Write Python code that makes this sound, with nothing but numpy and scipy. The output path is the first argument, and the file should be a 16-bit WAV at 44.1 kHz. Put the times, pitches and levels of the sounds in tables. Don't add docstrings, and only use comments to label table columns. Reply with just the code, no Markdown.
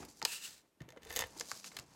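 import sys
import numpy as np
from scipy import signal
from scipy.fft import rfft, irfft
from scipy.io import wavfile

SR = 44100
rng = np.random.default_rng(int(sys.argv[2]) if len(sys.argv) > 2 else 0)


def generate_wav(sig):
    pcm = np.round(np.clip(np.atleast_2d(sig).T, -1, 1) * 32767).astype(np.int16)
    wavfile.write(sys.argv[1], SR, pcm)


N = 85995


def amp(db):
    return 10 ** (np.asarray(db) / 20)


def unit_rms(x):
    return x / np.sqrt(np.mean(x ** 2) + 1e-20)


def unit_energy(x):
    return x / (np.linalg.norm(x) + 1e-12)


def read(points, hz):
    f, value = np.transpose(points)
    return np.interp(np.log(hz + 1), np.log(f + 1), value)


def level(points):
    s, db = np.transpose(points)
    t = np.arange(N) / SR
    outside_s = np.maximum(s[0] - t, 0) + np.maximum(t - s[-1], 0)
    return amp(np.interp(t, s, db) - 2000 * outside_s)


def add(mix, start_s, sound):
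    part = mix[max(round(start_s * SR), 0):][:len(sound)]
    part += sound[:len(part)]


def decay(t, t60):
    return np.exp(-np.log(1000) * t / t60)


def bell(f, hz, width_hz, db):
    return db / (1 + (2 * (f - hz) / width_hz) ** 2)


def coloured(x, db_at, size=4096):
    f = abs(np.fft.fftfreq(size, 1 / SR))
    log_gain = np.log(amp(np.maximum(db_at(f), -100)))
    taps = np.fft.ifft(np.exp(np.conj(signal.hilbert(log_gain)))).real
    return signal.fftconvolve(x, taps[:size // 2])[:len(x)]


def shaped(x, colour):
    return unit_rms(coloured(x, lambda f: read(colour, f)))


def noise_band(hz, width_hz):
    resonance_db = lambda f: -20 * np.log10(1 + (2 * (f - hz) / width_hz) ** 2)
    return unit_rms(coloured(rng.standard_normal(N), resonance_db, size=16384))


def friction(grain_db, grains_per_s, grain_share, flutter_db, flutter_s):
    grains = rng.choice([-1, 1], N) * amp(grain_db * np.minimum(rng.exponential(1, N), 3))
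    grains *= rng.random(N) < grains_per_s / SR
    knots_s = np.cumsum(rng.uniform(.5, 1.5, N // 20)) * flutter_s
    pressure = np.interp(np.arange(N) / SR, knots_s, rng.standard_normal(N // 20))
    return (rng.standard_normal(N) + grain_share * unit_rms(grains)) * amp(flutter_db * pressure)


def room_tone(level_db=-78.5):
    # frequency_hz, gain_db
    colour = [(15, -94), (25, -16), (145, -1.5), (335, 1), (988, -11.5), (14400, -20), (16000, -39)]
    return amp(level_db) * shaped(rng.standard_normal(N), colour)


def room(x, tail_db=-17, desk_db=-15, size=16384):
    # frequency_hz, t60_s
    reverb_times = [(200, 0.52), (2000, 0.19), (12000, 0.12)]
    t = np.arange(size) / SR
    hz, frame_s, spectra = signal.stft(rng.standard_normal(size), SR, nperseg=256)
    spectra *= decay(frame_s, read(reverb_times, hz)[:, None])
    tail = signal.istft(spectra, SR, nperseg=256)[1][:size] * (t > .008)
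    desk = rng.standard_normal(size) * decay(t, t60=.02) * (t > .002)
    reflections = amp(tail_db) * unit_energy(tail) + amp(desk_db) * unit_energy(desk)
    return x + signal.fftconvolve(x, reflections)[:N]


def bump(hz, t60, rise_s=.0046, size=8000):
    t = np.arange(size) / SR
    rustle = unit_rms(coloured(rng.standard_normal(size), lambda f: -9 * abs(np.log2((f + 1) / hz))))
    envelope = np.minimum(t / rise_s, 1) ** 2 * decay(t, t60)
    return unit_energy(envelope * (np.sin(2 * np.pi * hz * t) + .49 * rustle))


def hands():
    # time_s, level_db
    drag_levels = [(0, -53.5), (.035, -52.5), (.07, -62), (.19, -75), (.235, -58.5), (.3, -73.5),
                   (.5, -68.5), (.61, -77.5), (.66, -74), (.69, -87.5), (.79, -81), (.82, -66), (.9, -72),
                   (1.02, -68), (1.28, -69), (1.34, -66), (1.41, -62.5), (1.6, -84.5), (1.75, -59.5),
                   (1.8, -60.5), (1.87, -68), (1.95, -65)]
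    # frequency_hz, gain_db
    colour = [(20, -24), (40, 0.5), (70, -1.5), (150, 0.5), (300, 1.5), (600, -4.5), (950, -2.5),
              (1300, -9), (2200, -11.5), (3200, -17.5), (8000, -36)]
    # start_s, energy_db, pitch_hz, t60_s
    bumps = [(.002, -26, 323, 0.013), (.08, -31, 304, 0.018), (0.2221, -15.5, 897, 0.025),
             (0.232, -25, 341, 0.013), (.2545, -18.5, 912, 0.034), (.807, -18, 133, 0.083),
             (0.811, -30, 64.4, 0.093), (0.807, -33, 300, 0.015), (0.88, -30.5, 348, 0.025),
             (.928, -32, 640, 0.18), (0.9598, -29.5, 550, 0.027), (0.969, -28.5, 297, 0.018),
             (1.055, -26.5, 441, 0.14), (1.106, -23, 475, 0.036), (1.161, -17, 500.5, 0.12),
             (1.187, -18.5, 491, .05), (1.241, -29, 81, 0.08), (1.363, -28.5, 320, 0.085),
             (1.3614, -31.5, 900, 0.025), (1.403, -22.5, 493, 0.083), (1.523, -33.5, 115, 0.098),
             (1.79, -27, 124, 0.062)]
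    # time_s, level_db
    judder_levels = [(1.58, -79), (1.63, -67), (1.7, -66), (1.74, -77)]
    drag = friction(grain_db=6.5, grains_per_s=710, grain_share=.38, flutter_db=1.5, flutter_s=.012)
    out = shaped(drag, colour) * level(drag_levels)
    for start_s, db, hz, t60 in bumps:
        add(out, start_s, amp(db) * bump(hz, t60))
    return out + noise_band(hz=193, width_hz=23) * level(judder_levels)


def card_rubs():
    # time_s, gain_db
    pull_gains = [(0, -56), (.04, -63), (.055, -58.5), (.08, -73.5), (.087, -57), (.15, -69), (.165, -63),
                  (.198, -57.5), (.208, -71.5), (.25, -70.5)]
    # time_s, level_db
    turn_levels = [(1.26, -66.5), (1.361, -63), (1.369, -55), (1.41, -51), (1.435, -59.5), (1.5, -52.5),
                   (1.572, -51), (1.585, -59), (1.598, -52.5), (1.612, -62.5), (1.64, -58.5), (1.65, -51),
                   (1.68, -48.5), (1.70, -63), (1.745, -60.5), (1.80, -61.5), (1.85, -73.5), (1.95, -66.5)]
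    # frequency_hz, gain_db
    colour = [(100, -22.5), (200, -1.5), (500, -2), (1400, -8), (3500, -4), (4800, 3), (5400, 2), (6800, 2),
              (8640, -4.5), (12000, -9.5), (16000, -20)]
    fibres = friction(grain_db=1, grains_per_s=2300, grain_share=.73, flutter_db=3, flutter_s=.002)
    rub = shaped(fibres, colour)
    thin_rub = coloured(rub, lambda f: bell(f, hz=2900, width_hz=2200, db=-6))
    return thin_rub * level(pull_gains) + rub * level(turn_levels)


def card_slide(fizz_hz=6500, fizz_db=-46, drift_hz_per_s=750):
    # time_s, level_db
    swish_levels = [(.25, -57), (.275, -49), (.31, -48), (.333, -45.5), (.365, -49), (.405, -56),
                    (.448, -47.5), (.484, -52.5), (.53, -58), (.59, -64), (.64, -84.5), (.7, -83.5)]
    # frequency_hz, gain_db
    colour = [(60, -34), (150, -10), (800, -16.5), (1700, -2.5), (2200, -5.5), (4400, 0), (5800, -2.5),
              (8100, -1), (8800, -6.5), (16000, -14.5)]
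    # time_s, level_db
    ring_levels = [(.26, -57), (.338, -46.5), (.4, -62.5), (.452, -48.5), (.52, -81)]
    drag = friction(grain_db=-1, grains_per_s=3500, grain_share=.8, flutter_db=1.5, flutter_s=.0049)
    push = level(swish_levels)
    speed = push / push.max()
    hiss = shaped(rng.standard_normal(N), colour)
    fizz = unit_rms(signal.lfilter(*signal.butter(2, fizz_hz, "high", fs=SR), hiss))
    since_peak_s = (np.arange(N) - push.argmax()) / SR
    drift = np.exp(1j * np.pi * drift_hz_per_s * since_peak_s ** 2)
    ring = (signal.hilbert(noise_band(hz=2733, width_hz=380)) * drift).real
    return shaped(drag, colour) * push + fizz * amp(fizz_db) * speed ** 2 + ring * level(ring_levels)


def flick(hz, octaves, travel_ms, echo_db, body_db=-22.5, low_cut_hz=300, size=4096):
    # frequency_hz, gain_db
    colour = [(500, 4), (2300, 1), (3400, -2), (4200, 2), (5100, 2), (6000, -5), (6900, 2), (8000, 0),
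              (9200, -4.5), (12000, 1), (16000, -10)]
    f, t = np.fft.rfftfreq(size, 1 / SR) + 1, np.arange(size) / SR
    hump = (1 + (np.log2(f / hz) / octaves) ** 2 / 2) ** -1.58
    body = amp(body_db) / (1 + f / 6000)
    snap = (hump + body) / (1 + (low_cut_hz / f) ** 2)
    dispersion = np.exp(-4j * np.pi * travel_ms * np.sqrt(f / 1000))
    echoes = unit_energy(rng.standard_normal(size) * decay(t, t60=.02) * (t > .0005))
    wave = irfft(snap * dispersion * (1 + amp(echo_db) * rfft(echoes)))
    return unit_energy(shaped(wave, colour))


def card_flicks():
    # start_s, energy_db, centre_hz, width_octaves, travel_ms (at 1 kHz), echo_db
    flicks = [(.029, -28, 1070, 1, 1.5, -1), (0.0505, -30, 6270, 1.3, .8, -1),
              (.2167, -16.5, 1610, 0.83, 1.7, -6), (0.2267, -15, 5050, 0.36, 1.16, -14),
              (0.2503, -2.5, 4650, 0.81, 2.2, -2), (0.2512, -10.5, 1300, 2.8, 2.8, 0.5),
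              (1.3981, -17, 6100, 0.59, .9, -9), (1.4092, -15, 5950, 0.21, .8, -28),
              (1.4095, -17.5, 1730, 0.85, 2.04, 1), (1.5155, -16, 6100, 0.51, 0.78, -9),
              (1.5155, -14, 1410, 0.61, 1.2, -4), (1.6433, -23.5, 2250, 1, 1.2, -3),
              (1.715, -30.5, 1750, 1, 4, 0), (1.7664, -16.5, 2700, 1.2, 2.8, 4.5),
              (1.7873, -20, 2680, 1.7, 2.2, 6), (1.7971, -24.5, 5700, 0.68, 1.03, -14)]
    out = np.zeros(N)
    for start_s, db, *shape in flicks:
        add(out, start_s, amp(db) * flick(*shape))
    return out


def case_blow(detune=.012, size=6000):
    # pitch_hz, gain_db, t60_s
    modes = [(493, -6.5, 0.05), (937, -13, 0.039), (1814, -6.5, 0.028), (2050, -5.5, 0.025),
             (3030, -7, 0.023), (3550, -0.5, 0.011), (6560, 3.5, 0.01), (7590, -4, 0.018),
             (11400, -7, 0.01)]
    t = np.arange(size) / SR
    ring = np.zeros(size)
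    for hz, db, t60 in modes:
        detuned_hz = hz * (1 + detune * rng.uniform(-1.34, 1))
        ring += amp(db) * decay(t, t60) * np.sin(2 * np.pi * (detuned_hz * t + rng.random()))
    crack = amp(5) * decay(t, t60=.012)
    rattle = amp(-4.5) * decay(t, t60=.029)
    return ring + rng.standard_normal(size) * (crack + rattle)


def runner_roll(rattle_db=-7, rumble_db=-57.5):
    # time_s, level_db
    peel_levels = [(1.02, -68.5), (1.08, -58), (1.11, -52), (1.155, -50.5), (1.2, -42.5), (1.245, -54.5),
                   (1.265, -55), (1.3, -65)]
    # frequency_hz, gain_db
    colour = [(100, 4.5), (280, -10), (500, 2.5), (1000, -4), (2000, 1.5), (3000, -6), (7000, -8.5),
              (16000, -23.5)]
    peel = friction(grain_db=5, grains_per_s=1100, grain_share=1.12, flutter_db=2, flutter_s=.0045)
    rattle = amp(rattle_db) * signal.fftconvolve(peel, unit_energy(case_blow()))[:N]
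    push = level(peel_levels)
    rumble = noise_band(hz=70.5, width_hz=39) * amp(rumble_db) * (push / push.max()) ** .84
    return shaped(peel + rattle, colour) * push + rumble


def runner_knocks(low_cut_hz=700):
    # start_s, energy_db, high_cut_hz, rise_s
    knocks = [(0.8039, -29.5, 2826, 0.0014), (0.891, -35, 1900, 0.0032), (.974, -32, 2270, 0.0036),
              (1.070, -32, 4500, 0.00063), (1.1046, -19, 3630, 0.0013), (1.123, -24.5, 2020, 0.0018),
              (1.211, -18.5, 2500, 0.00093), (1.2213, -10.5, 3020, 0.00053), (1.238, -16, 2270, 0.001)]
    nasal_db = lambda f: bell(f, hz=1890, width_hz=240, db=7)
    out = np.zeros(N)
    for start_s, db, high_cut_hz, rise_s in knocks:
        blow = case_blow()
        blow *= 1 - np.exp(-np.arange(len(blow)) / SR / rise_s)
        loss_db = lambda f: 20 * np.log10(1 + (f / high_cut_hz) ** 2 + low_cut_hz / (f + 1))
        knock = coloured(blow, lambda f: nasal_db(f) - loss_db(f))
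        add(out, start_s, amp(db) * unit_energy(knock))
    return out


def runner_ratchet():
    # start_s, energy_db, treble_tilt_db_per_octave
    clicks = [(.818, -31.5, -3), (0.8891, -31, -3.5), (0.9043, -32, -3.5), (0.9227, -34, -5),
              (0.972, -32.5, -9.5), (1.032, -32, -1.5), (1.0498, -31.5, 3), (1.0994, -30, 6.5),
              (1.1154, -29, 8), (1.1272, -23.5, 9), (1.139, -27, 5), (1.1533, -25, 8), (1.1623, -9, 5),
              (1.1675, -11.5, 2), (1.1739, -15, 3), (1.1911, -8.5, 3), (1.2016, -14, -3),
              (1.2084, -13.5, 3), (1.2695, -36, 10)]
    # frequency_hz, gain_db
    colour = [(40, -21), (250, -10.5), (500, 0), (2000, 2.5), (7000, 0), (9000, -8), (12000, -0.5),
              (16000, -12)]
    out = np.zeros(N)
    for start_s, db, tilt in clicks:
        click = coloured(case_blow(), lambda f: read(colour, f) + tilt * np.log2(1 + f / 1200))
        add(out, start_s, amp(db) * unit_energy(click))
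    return out


def scene():
    air = room_tone()
    card = card_flicks() + card_rubs() + card_slide()
    runner = runner_ratchet() + runner_knocks() + runner_roll()
    return (room(card + runner + hands()) + air)[None]


def record(dry, low_cut_hz=26, band_limit_hz=16150):
    thinned = signal.lfilter(*signal.butter(2, low_cut_hz, "high", fs=SR), dry)
    lowpass = signal.firwin(511, band_limit_hz, window=("kaiser", 9), fs=SR)
    return signal.oaconvolve(thinned, lowpass[None], "same")


dry = scene()
out = record(dry)
generate_wav(out)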